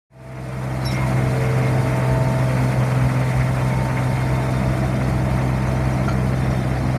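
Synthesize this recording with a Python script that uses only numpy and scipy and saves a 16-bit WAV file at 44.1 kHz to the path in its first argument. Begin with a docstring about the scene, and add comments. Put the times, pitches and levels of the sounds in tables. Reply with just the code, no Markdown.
"""A riding reel mower on a sports field, in open air: one mono microphone, no room around it.
From silence its sound fades in over the first second: diesel firing lines boom over coloured noise, loose
links rap as short rings, a fan hums, pump lines whine, and reels hiss, tick and ring. Gliding tones squeak
before 1 s; to about 3 s the engine sags under load and booms harder; faint chirps follow around 3-4 s as
the treble slowly recedes and the rumble comes nearer. Near 6 s a cutting unit clanks on its ringing modes."""
import sys
import numpy as np
from scipy import signal
from scipy.fft import rfft, irfft, next_fast_len
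from scipy.io import wavfile

SR = 44100
rng = np.random.default_rng(int(sys.argv[2]) if len(sys.argv) > 2 else 0)


def digitize_waveform(pressure):
    """Quantize a signal to 16-bit integers and store it at the path in sys.argv[1].

    Rows of a 2-D input are taken as channels; values are limited to [-1, 1].
    """
    field = np.atleast_2d(pressure).T
    bounded = np.clip(field, -1, 1)
    quanta = np.round(bounded * 32767).astype(np.int16)
    wavfile.write(sys.argv[1], SR, quanta)


N = 307818
TIME = np.arange(N) / SR

# All levels hold ahead of the opening fade. Colours are relative; a part's own level sets its loudness.
# Engine speed, sagging as the reels take load: (time [s], firing rate [1/s])
ENGINE_SPEED = [(0.25, 64.7), (1.0, 64.41), (1.5, 63.83), (2.3, 63.93), (2.9, 63.69), (3.6, 64.11),
                (4.05, 64.04), (4.6, 64.33), (6.8, 64.27)]
CYLINDERS = 3   # each fires once a four-stroke cycle
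FREE_FIRINGS_PER_S, FULL_LOAD_SAG_PER_S = 64.35, 0.55
PUMP_TURNS_PER_CYCLE, FAN_TURNS_PER_CYCLE = 2.3475, 2.38

# Exhaust partials: (multiple of firing rate [-], level running free at 0 s [dB],
# added at full load [dB], gain over time [dB/s], waver running free [dB])
EXHAUST_PARTIALS = [(1, -32, -7.5, 0.44, 2.06), (2, -21.5, 1.75, -0.14, 0.73), (3, -34, -4.5, 0.38, 0.8),
                    (4, -44, 6, 0.84, 1.5), (5, -37.5, -8.5, -0.18, 0), (8, -54, 10, 0.16, 3)]
LOAD_UNSTEADINESS = 0.65   # share by which the waver grows at full load
# Lesser engine lines: (multiple of the four-stroke cycle rate [-], relative level [dB])
ENGINE_LINES = [(4, -7.5), (5, -8), (7, -4), (8, -3.5), (10, -11.5), (14, -20), (21, -18), (26, -15),
                (27, -15), (30, -13), (36, -13.5), (39, -15), (45, -14.5)]
ENGINE_LINES_DB, ENGINE_LINES_LOAD_DB = -38, 3   # running free; added at full load
# Brief exhaust surges that shake the frame; negative values dip:
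# (centre time [s], boom rise [dB], shake rise [dB])
THROBS = [(1.02, 1, 0), (1.182, 2.5, -1), (1.251, 1.5, 4), (1.417, 0, 1), (1.472, 0, 5), (1.578, 2.5, 1.5),
          (1.793, 1.5, 4.5), (2.112, 2.5, 7.5), (2.285, 0.7, 6.5), (2.44, 2, 6), (2.622, 1.2, 10),
          (2.792, 1.5, 14), (2.93, 0, -1), (3.046, 3, 8), (3.202, 2, -1), (3.396, 2.5, 8), (3.675, 1.5, 4),
          (3.8, 1.5, 6), (4.257, 0, 3), (4.333, 2, 5), (4.692, 2, 8), (4.819, 1.5, 2), (5.343, 1, 3),
          (5.869, 1, 4), (6.505, 0, 4), (6.767, -1.5, 5), (6.919, 0.5, 1)]
THROB_S, THUD_FOLLOWS = 0.088, 0.97   # surge length; share of the shake rise taken by the firing thud

# Frame shudder: (frequency [Hz], relative density [dB])
SHUDDER_COLOUR = [(18, -23), (32, -3), (45, -5), (58, 14), (75, -21)]
SHUDDER_DB, SHUDDER_LOAD_DB = -45, -0.5   # running free; added at full load
# Engine rumble: (frequency [Hz], relative density [dB])
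RUMBLE_COLOUR = [(50, -31), (70, -4.5), (100, -0.5), (140, -9.5), (185, 1), (250, -5.5), (340, -19),
                 (420, -11.5), (700, -26.5)]
RUMBLE_DB, RUMBLE_LOAD_DB = -31.8, -1.3   # running free at 0 s; added at full load
APPROACH_DB_PER_S = 0.48   # the rumble gains as the mower creeps nearer
# Clatter of driven parts: (frequency [Hz], relative density [dB])
CLATTER_COLOUR = [(250, -17.5), (400, -7), (490, -7.5), (590, 1), (750, -0.5), (830, -6.5), (1000, -10.5),
                  (1500, -19.5)]
CLATTER_DB, CLATTER_LOAD_DB = -32, -1   # running free; added at full load
# Knock of the engine block: (frequency [Hz], relative density [dB])
KNOCK_COLOUR = [(700, -17), (1000, -0.5), (1350, 0.5), (1650, -4), (1950, -1), (2200, -4), (2500, -6.5),
                (2850, -14), (4000, -75)]
KNOCK_DB, KNOCK_LOAD_DB = -34.5, 0.5   # running free, before the treble recedes; added at full load
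# The treble recedes after this time; the raps fall along with the knock
DULLING_FROM_S, KNOCK_FALL_DB_PER_S, HISS_FALL_DB_PER_S, RING_FALL_DB_PER_S = 3.15, 0.63, 0.94, 1

# Raps of loose links and covers: (frequency [Hz], relative density [dB])
RAP_COLOUR = [(350, -9), (600, 8.5), (1000, 3), (1700, -2), (2200, -3), (2600, -12), (3100, -30)]
RAP_DB, RAPS_PER_S, RAP_RING_S = -39, 170, 0.0043   # level before the treble recedes; rate; decay constant

# Cooling fan lines: (multiple of the fan's turning rate [-], relative level [dB])
FAN_LINES = [(2, -7.5), (4, -8.5), (5, -10), (6, -8), (7, -12.5), (8, -21.5)]
# The fan's wash of air: (frequency [Hz], relative density [dB])
WASH_COLOUR = [(240, -6.5), (290, -1.5), (360, -2), (450, -20)]
# Swing of the low mids: (time [s], level [dB])
LOW_MID_LEVEL = [(0.6, -1), (1.25, 3.5), (2.1, 5), (2.75, 1.5), (3.35, -10), (4.4, 2), (5.1, 2.5), (5.8, 3),
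                 (6.6, 2)]
FAN_DB, FAN_LOAD_DB, WASH_DB = -32, -2, -42   # lines running free; added at full load; wash; all before the swing
FAN_FOLLOWS = 0.44   # share of the swing taken by the fan's lines

# Hydraulic whines: (time [s], piston level [dB], gear level [dB], piston octave level [dB])
WHINES = [(0.3, -37, -30.5, -40), (0.55, -34.5, -44, -44), (0.87, -53, -37, -45), (1.08, -50, -37.5, -40.5),
          (1.22, -34, -34, -49), (1.5, -31, -42, -48), (1.8, -36, -34, -38), (2.1, -34.5, -31, -34),
          (2.3, -37.5, -31.5, -34.5), (2.45, -44.5, -32, -38.5), (2.7, -37.5, -39, -39.5),
          (2.95, -39.5, -37, -42), (3.2, -40, -46, -37.5), (3.55, -43, -43, -43.5),
          (3.78, -42.5, -47, -34.3), (4.25, -42.5, -38.5, -38.5), (4.55, -40.5, -36.5, -40.5),
          (4.8, -44, -37.5, -52), (5.25, -43.5, -43, -43), (5.8, -42.5, -38.5, -39), (6.4, -41, -47, -56),
          (6.9, -55, -43, -63)]
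DRIVE_HUM_DB, DRIVE_HUM_LOAD_DB = -50.5, 8   # running free; added at full load

# Reels in the grass: (frequency [Hz], relative density [dB])
HISS_COLOUR = [(1800, -67), (3100, -0.5), (3400, -5), (3950, -4), (4300, -2), (5200, -4.5), (6100, -4.5),
               (7100, -2), (7700, -7), (8500, -1.5), (9500, -2.5), (12500, -8.5), (14500, -16.5),
               (15800, -25)]
HISS_DB = -45.5   # before the treble recedes
TICKING_DB, TICKING_LOAD_DB = -48.5, 1   # running free; added at full load
# Lower blade and bed-knife rings, beside a steady singing tone:
# (frequency [Hz], width [Hz], relative level [dB])
LOW_RINGS = [(2200, 200, -4.5)]
# Higher blade and bed-knife rings: (frequency [Hz], width [Hz], relative level [dB])
HIGH_RINGS = [(3620, 36, -1.5), (5430, 60, -6)]
SING_HZ, SING_DB = 2138, -2   # level relative to the low rings
LOW_RING_DB, HIGH_RING_DB = -47, -58.5   # between rubs, before the treble recedes
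# A reel presses on its bed knife; negative values soften:
# (start time [s], length [s], low ring rise [dB], high ring rise [dB])
BLADE_RUBS = [(0.85, 0.24, 15, 3), (1.14, 0.11, 7, 0), (1.35, 0.22, 9.5, -6), (1.568, 0.18, 11.5, -7),
              (1.84, 0.082, 9, 0), (3.1, 0.4, 5, 6), (3.68, 0.24, 4, 0), (3.93, 0.13, 6, 4),
              (4.1, 0.2, 8.5, 0), (3.95, 1.2, 2.5, 9), (6.25, 0.52, -1, 11.5)]

# Stick-slip squeaks: (start time [s], length [s], start pitch [Hz], end pitch [Hz],
# level [dB], roughness [share of the pitch])
SQUEAKS = [(.808, .04, 4300, 3950, -44, .04), (.843, .026, 4700, 4950, -40, .03),
           (.842, .075, 4020, 3800, -36, .012), (.847, .02, 5900, 5600, -39, .07),
           (.851, .018, 11350, 11200, -35.5, .012), (.853, .033, 5440, 5410, -26.5, .009),
           (.858, .032, 10750, 10500, -36, .022), (.878, .022, 5400, 5430, -35, .012),
           (.875, .025, 3880, 3860, -38, .015), (.903, .03, 5500, 5470, -39, .02),
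           (.921, .012, 5350, 5300, -37, .04), (.941, .014, 5620, 5660, -39, .02),
           (.99, .08, 1010, 990, -32, .04), (3.21, .025, 2130, 2050, -37, .06),
           (3.25, .035, 1900, 1960, -36, .06), (3.303, .025, 1950, 2200, -34, .09),
           (3.345, .045, 1880, 1900, -39.5, .07), (3.397, .03, 1830, 2000, -32, .07),
           (3.69, .065, 2280, 2130, -36, .03), (3.963, .035, 2250, 2040, -33.5, .03),
           (5.925, .025, 5750, 5830, -46, .015), (6.502, .02, 5700, 5850, -44.5, .015)]
SQUEAK_T60_S, SQUEAK_TAIL_DB = 0.15, -11
# A cutting unit rattles: (start time [s], length [s], ring level [dB], scrape level [dB])
RATTLES = [(.843, .025, -52, -43), (.903, .045, -43, -38.5), (6.081, .025, -44, -48)]
# Cutting unit modes: (frequency [Hz], width [Hz], relative level [dB])
UNIT_MODES = [(1380, 45, 2), (2330, 150, -7), (3130, 100, -16), (4250, 80, -15), (4560, 80, -17),
              (6500, 120, -18)]
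# A cutting unit drops and bounces: (time [s], level [dB], brightness [dB per octave above the lowest mode])
CLANKS = [(6.078, -25.5, -8), (6.084, -41, 4.5), (6.091, -35.5, 3), (6.104, -41, 3), (6.113, -38, -3)]
CLANK_RISE_S, CLANK_CHATTER = 0.004, 0.13   # chatter: spread of the ring's phase, in cycles

FADE_START_S, FADE_S, CLOSE_S = 0.097, 1.01, 0.015
CUTOFF_HZ = 16200   # 70 dB down from here up


def from_db(db):
    """Decibels to gain."""
    return 10 ** (np.asarray(db) / 20)


def rms_one(x):
    """Scale to unit rms."""
    return x / np.sqrt(np.mean(x ** 2) + 1e-20)


def in_time(rows):
    """Each column of a curve, at every sample."""
    s, *columns = np.transpose(rows)
    return [np.interp(TIME, s, c) for c in columns]


def drift(rate):
    """Slow random wandering with spread 1; rate is its corner in Hz."""
    step = 40   # samples between computed points
    r = np.exp(-2 * np.pi * rate * step / SR)
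    noise = rng.standard_normal(N // step + 2002)
    slow = signal.lfilter([1], [1, -2 * r, r * r], noise)[2000:]   # skip the filter's settling
    return np.interp(np.arange(N) / step, np.arange(len(slow)), rms_one(slow))


def coloured(x, colour):
    """Shape an excitation's spectrum by a colour, with skirts outside it; rms 1."""
    hz, db = np.transpose(colour)
    size = next_fast_len(N)
    f = np.maximum(np.arange(size // 2 + 1) * SR / size, 1)
    skirts = np.minimum(f / hz[0], 1) ** 3 * np.minimum(hz[-1] / f, 1) ** 3
    gain = skirts * from_db(np.interp(np.log(f), np.log(hz), db))
    return rms_one(irfft(rfft(x, size) * gain, size)[:N])


def resonate(x, hz, width_hz):
    """One damped mode answers an excitation; a wider mode dies sooner."""
    r = np.exp(-np.pi * width_hz / SR)
    return signal.lfilter([1, 0, -1], [1, -2 * r * np.cos(2 * np.pi * hz / SR), r * r], x)


def rubbed(modes):
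    """Resonances kept ringing by friction noise, each at its own rms level."""
    return sum(from_db(db) * rms_one(resonate(rng.standard_normal(N), hz, width_hz))
               for hz, width_hz, db in modes)


def tone(turns):
    """A sine of rms 1."""
    return np.sqrt(2) * np.sin(2 * np.pi * turns)


def line(turns, waver_db):
    """A sine locked to a shaft, wavering in strength."""
    return tone(turns + rng.random()) * from_db(waver_db * drift(3.1))


def bursts(turns, low_db, high_db):
    """Steady noise plus a dying flare each turn, of random level between two bounds relative to it."""
    turn = turns.astype(int)
    strength = from_db(rng.uniform(low_db, high_db, turn.max() + 1))[turn]
    flare = strength * np.exp(-3.5 * (turns % 1))
    return rng.standard_normal(N) * np.sqrt(1 + flare ** 2)


def swell(start, length):
    """A rounded rise and fall."""
    return np.sin(np.pi * np.clip((TIME - start) / length, 0, 1))


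def load():
    """Engine effort from its sag in speed: 0 running free, 1 at full load, a little over at the deepest."""
    return (FREE_FIRINGS_PER_S - in_time(ENGINE_SPEED)[0]).clip(0) / FULL_LOAD_SAG_PER_S


def dulling(db_per_s):
    """Gain of a bright part: steady at first, then slowly falling."""
    return from_db(-db_per_s * np.maximum(TIME - DULLING_FROM_S, 0))


def throb():
    """Change in dB during the brief surges: of the exhaust's boom, and of the shaking frame."""
    shapes = np.array([swell(s - THROB_S / 2, THROB_S) for s, _, _ in THROBS])
    return np.array(THROBS)[:, 1:].T @ shapes


def exhaust(cycles):
    """Three firings a cycle: a thud, a boom an octave above, overtones, and lines from unequal cylinders."""
    firings, effort = CYLINDERS * cycles + 0.0088 * drift(23), load()
    unsteady = 1 + LOAD_UNSTEADINESS * effort
    partials = []
    # the partials start together on every firing, so they add up to one sharp puff
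    for k, db, load_db, db_per_s, waver_db in EXHAUST_PARTIALS:
        level_db = db + load_db * effort + db_per_s * TIME + waver_db * unsteady * drift(22.5)
        partials.append(from_db(level_db) * tone(k * firings))
    thud, *overtones = partials
    lesser = sum(from_db(db) * line(k * (cycles + 0.00048 * drift(3.9)), waver_db=2)
                 for k, db in ENGINE_LINES)
    boom = sum(overtones) + from_db(ENGINE_LINES_DB + ENGINE_LINES_LOAD_DB * effort) * lesser
    boom_db, shake_db = throb()
    return from_db(THUD_FOLLOWS * shake_db) * thud + from_db(boom_db) * boom


def chassis(cycles, turns):
    """Frame shudder, near-steady rumble and knock noise, and driven parts clattering five times a turn."""
    firings, effort = CYLINDERS * cycles, load()
    _, shake_db = throb()
    shudder_db = SHUDDER_DB + SHUDDER_LOAD_DB * effort + shake_db + 1.4 * drift(2)
    shudder = from_db(shudder_db) * coloured(rng.standard_normal(N), SHUDDER_COLOUR)
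    rumble_db = RUMBLE_DB + RUMBLE_LOAD_DB * effort + APPROACH_DB_PER_S * TIME
    rumble = from_db(rumble_db) * coloured(bursts(firings, -45, -31), RUMBLE_COLOUR)
    clatter_db = CLATTER_DB + CLATTER_LOAD_DB * effort
    clatter = from_db(clatter_db) * coloured(bursts(5 * turns, 8.5, 9.5), CLATTER_COLOUR)
    lope_db = 0.48 * np.sin(2 * np.pi * cycles) + 1.36 * drift(24)   # one cylinder knocks harder
    knock_db = KNOCK_DB + KNOCK_LOAD_DB * effort + lope_db
    knock = from_db(knock_db) * coloured(bursts(firings, -62.5, -43.5), KNOCK_COLOUR)
    return shudder + rumble + clatter + knock * dulling(KNOCK_FALL_DB_PER_S)


def linkage(count=6):
    """Loose links and covers rap at uneven moments; each answers with its own dense metallic ring."""
    raps = (rng.random(N) < RAPS_PER_S / SR) * from_db(rng.uniform(-7.8, 6.5, N))
    part = rng.integers(0, count, N)
    age = TIME[:SR // 30]
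    rings = rng.standard_normal((count, len(age))) * np.exp(-age / RAP_RING_S)
    rattle = sum(signal.oaconvolve(raps * (part == k), ring)[:N] for k, ring in enumerate(rings))
    return from_db(RAP_DB) * dulling(KNOCK_FALL_DB_PER_S) * coloured(rattle, RAP_COLOUR)


def fan(turns):
    """A belt-driven stack of lines that beats against the exhaust, over a low wash of air."""
    slipping = turns + 0.0085 * drift(2.2)
    swing_db, = in_time(LOW_MID_LEVEL)
    lines = sum(from_db(db) * line(k * slipping, waver_db=2) for k, db in FAN_LINES)
    lines_db = FAN_DB + FAN_LOAD_DB * load() + FAN_FOLLOWS * swing_db
    wash = coloured(rng.standard_normal(N), WASH_COLOUR)
    return from_db(lines_db) * lines + from_db(WASH_DB + swing_db) * wash


def pumps(turns):
    """Nine pistons and thirteen gear teeth pulse the oil each turn; the drive hums between, more under load."""
    piston_db, gear_db, octave_db = in_time(WHINES)
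    whines = sum(from_db(db) * line(k * turns, waver_db=0.6)
                 for k, db in [(9, piston_db), (13, gear_db), (18, octave_db)])
    hum_db = DRIVE_HUM_DB + DRIVE_HUM_LOAD_DB * load()
    return whines + from_db(hum_db) * line(11 * turns, waver_db=2.2)


def ticking(per_s, width_hz, count=64):
    """Small scattered contacts of steel, each ringing briefly on one of many high modes."""
    out = 0
    for hz in np.geomspace(2900, 6300, count) * (1 + 0.0031 * rng.standard_normal(count)):
        taps = (rng.random(N) < per_s / count / SR) * rng.uniform(-0.88, 1, N)
        out = out + resonate(taps + 1e-18, hz, width_hz)
    return coloured(out, HISS_COLOUR)


def reels(cycles):
    """Blades hiss through the grass, tick, and ring against the bed knives."""
    hiss = coloured(bursts(CYLINDERS * cycles, -32.5, -21.5), HISS_COLOUR)   # flares stay faint
    hiss = from_db(HISS_DB + 0.97 * drift(21)) * dulling(HISS_FALL_DB_PER_S) * hiss
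    low_db = LOW_RING_DB + sum(db * swell(s, length) for s, length, db, _ in BLADE_RUBS)
    high_db = HIGH_RING_DB + sum(db * swell(s, length) for s, length, _, db in BLADE_RUBS)
    singing = from_db(SING_DB) * tone(SING_HZ * TIME + 0.2 * drift(11))
    low_rings = from_db(low_db + drift(16)) * (singing + rubbed(LOW_RINGS))
    rings = low_rings + from_db(high_db) * rubbed(HIGH_RINGS)
    ticks = from_db(TICKING_DB + TICKING_LOAD_DB * load()) * ticking(per_s=900, width_hz=32)
    return hiss + dulling(RING_FALL_DB_PER_S) * rings + ticks


def squeak():
    """Dry metal sticks and slips, singing on rough tones that linger briefly in the frame."""
    out = 0
    stutter, wobble = drift(140), drift(388)
    for s, length, start_hz, end_hz, db, rough in SQUEAKS:
        hz = np.interp(TIME, [s, s + length], [start_hz, end_hz]) * (1 + rough * wobble)
        out = out + from_db(db + 2 * stutter) * swell(s, length) * tone(np.cumsum(hz) / SR)
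    age = TIME[:SR // 5]
    tail = rng.standard_normal(len(age)) * from_db(-60 * age / SQUEAK_T60_S)
    tail = tail / np.linalg.norm(tail)
    return out + from_db(SQUEAK_TAIL_DB) * signal.oaconvolve(out, tail)[:N]


def rattles():
    """A cutting unit shifts on its arm: a scrape and the ring of its frame."""
    lowpass = signal.butter(2, 7500, fs=SR, output="sos")
    ring = signal.sosfilt(lowpass, rubbed(UNIT_MODES))
    scrape = coloured(rng.standard_normal(N), [(3000, 1), (6500, 0), (12000, -7)])
    return sum(swell(s, length) * (from_db(ring_db) * ring + from_db(scrape_db) * scrape)
               for s, length, ring_db, scrape_db in RATTLES)


def clanks():
    """A cutting unit drops on its stop and bounces, chattering; each contact has its own brightness."""
    out = np.zeros(N)
    age = TIME[:SR // 10]
    envelope = age / CLANK_RISE_S * np.exp(1 - age / CLANK_RISE_S)
    for hz, width_hz, mode_db in UNIT_MODES:
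        ring = tone(hz * TIME + CLANK_CHATTER * drift(2 * width_hz))
        octaves = np.log2(hz / UNIT_MODES[0][0])
        for s, db, tilt_db in CLANKS:
            start = int(s * SR)
            span = slice(start, start + len(age))
            out[span] += from_db(db + mode_db + tilt_db * octaves) * envelope * ring[span]
    return out


def scene():
    """One engine turns the fan, pumps and reels of the mower, in the open air."""
    cycles = np.cumsum(in_time(ENGINE_SPEED)[0]) / SR / CYLINDERS
    turns = PUMP_TURNS_PER_CYCLE * cycles + 0.003 * drift(8.8)
    engine = exhaust(cycles) + chassis(cycles, turns) + linkage() + fan(FAN_TURNS_PER_CYCLE * cycles)
    return (engine + pumps(turns) + reels(cycles) + squeak() + rattles() + clanks())[None]


def record(dry):
    """One microphone: an even fade in from silence, a short fade at the close, and the top cut."""
    opening = np.clip((TIME - FADE_START_S) / FADE_S, 0, 1)
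    closing = np.minimum((TIME[-1] - TIME) / CLOSE_S, 1)
    top_cut = signal.cheby2(16, 70, CUTOFF_HZ, fs=SR, output="sos")
    return signal.sosfilt(top_cut, dry * opening * closing)


dry = scene()
out = record(dry)
digitize_waveform(out)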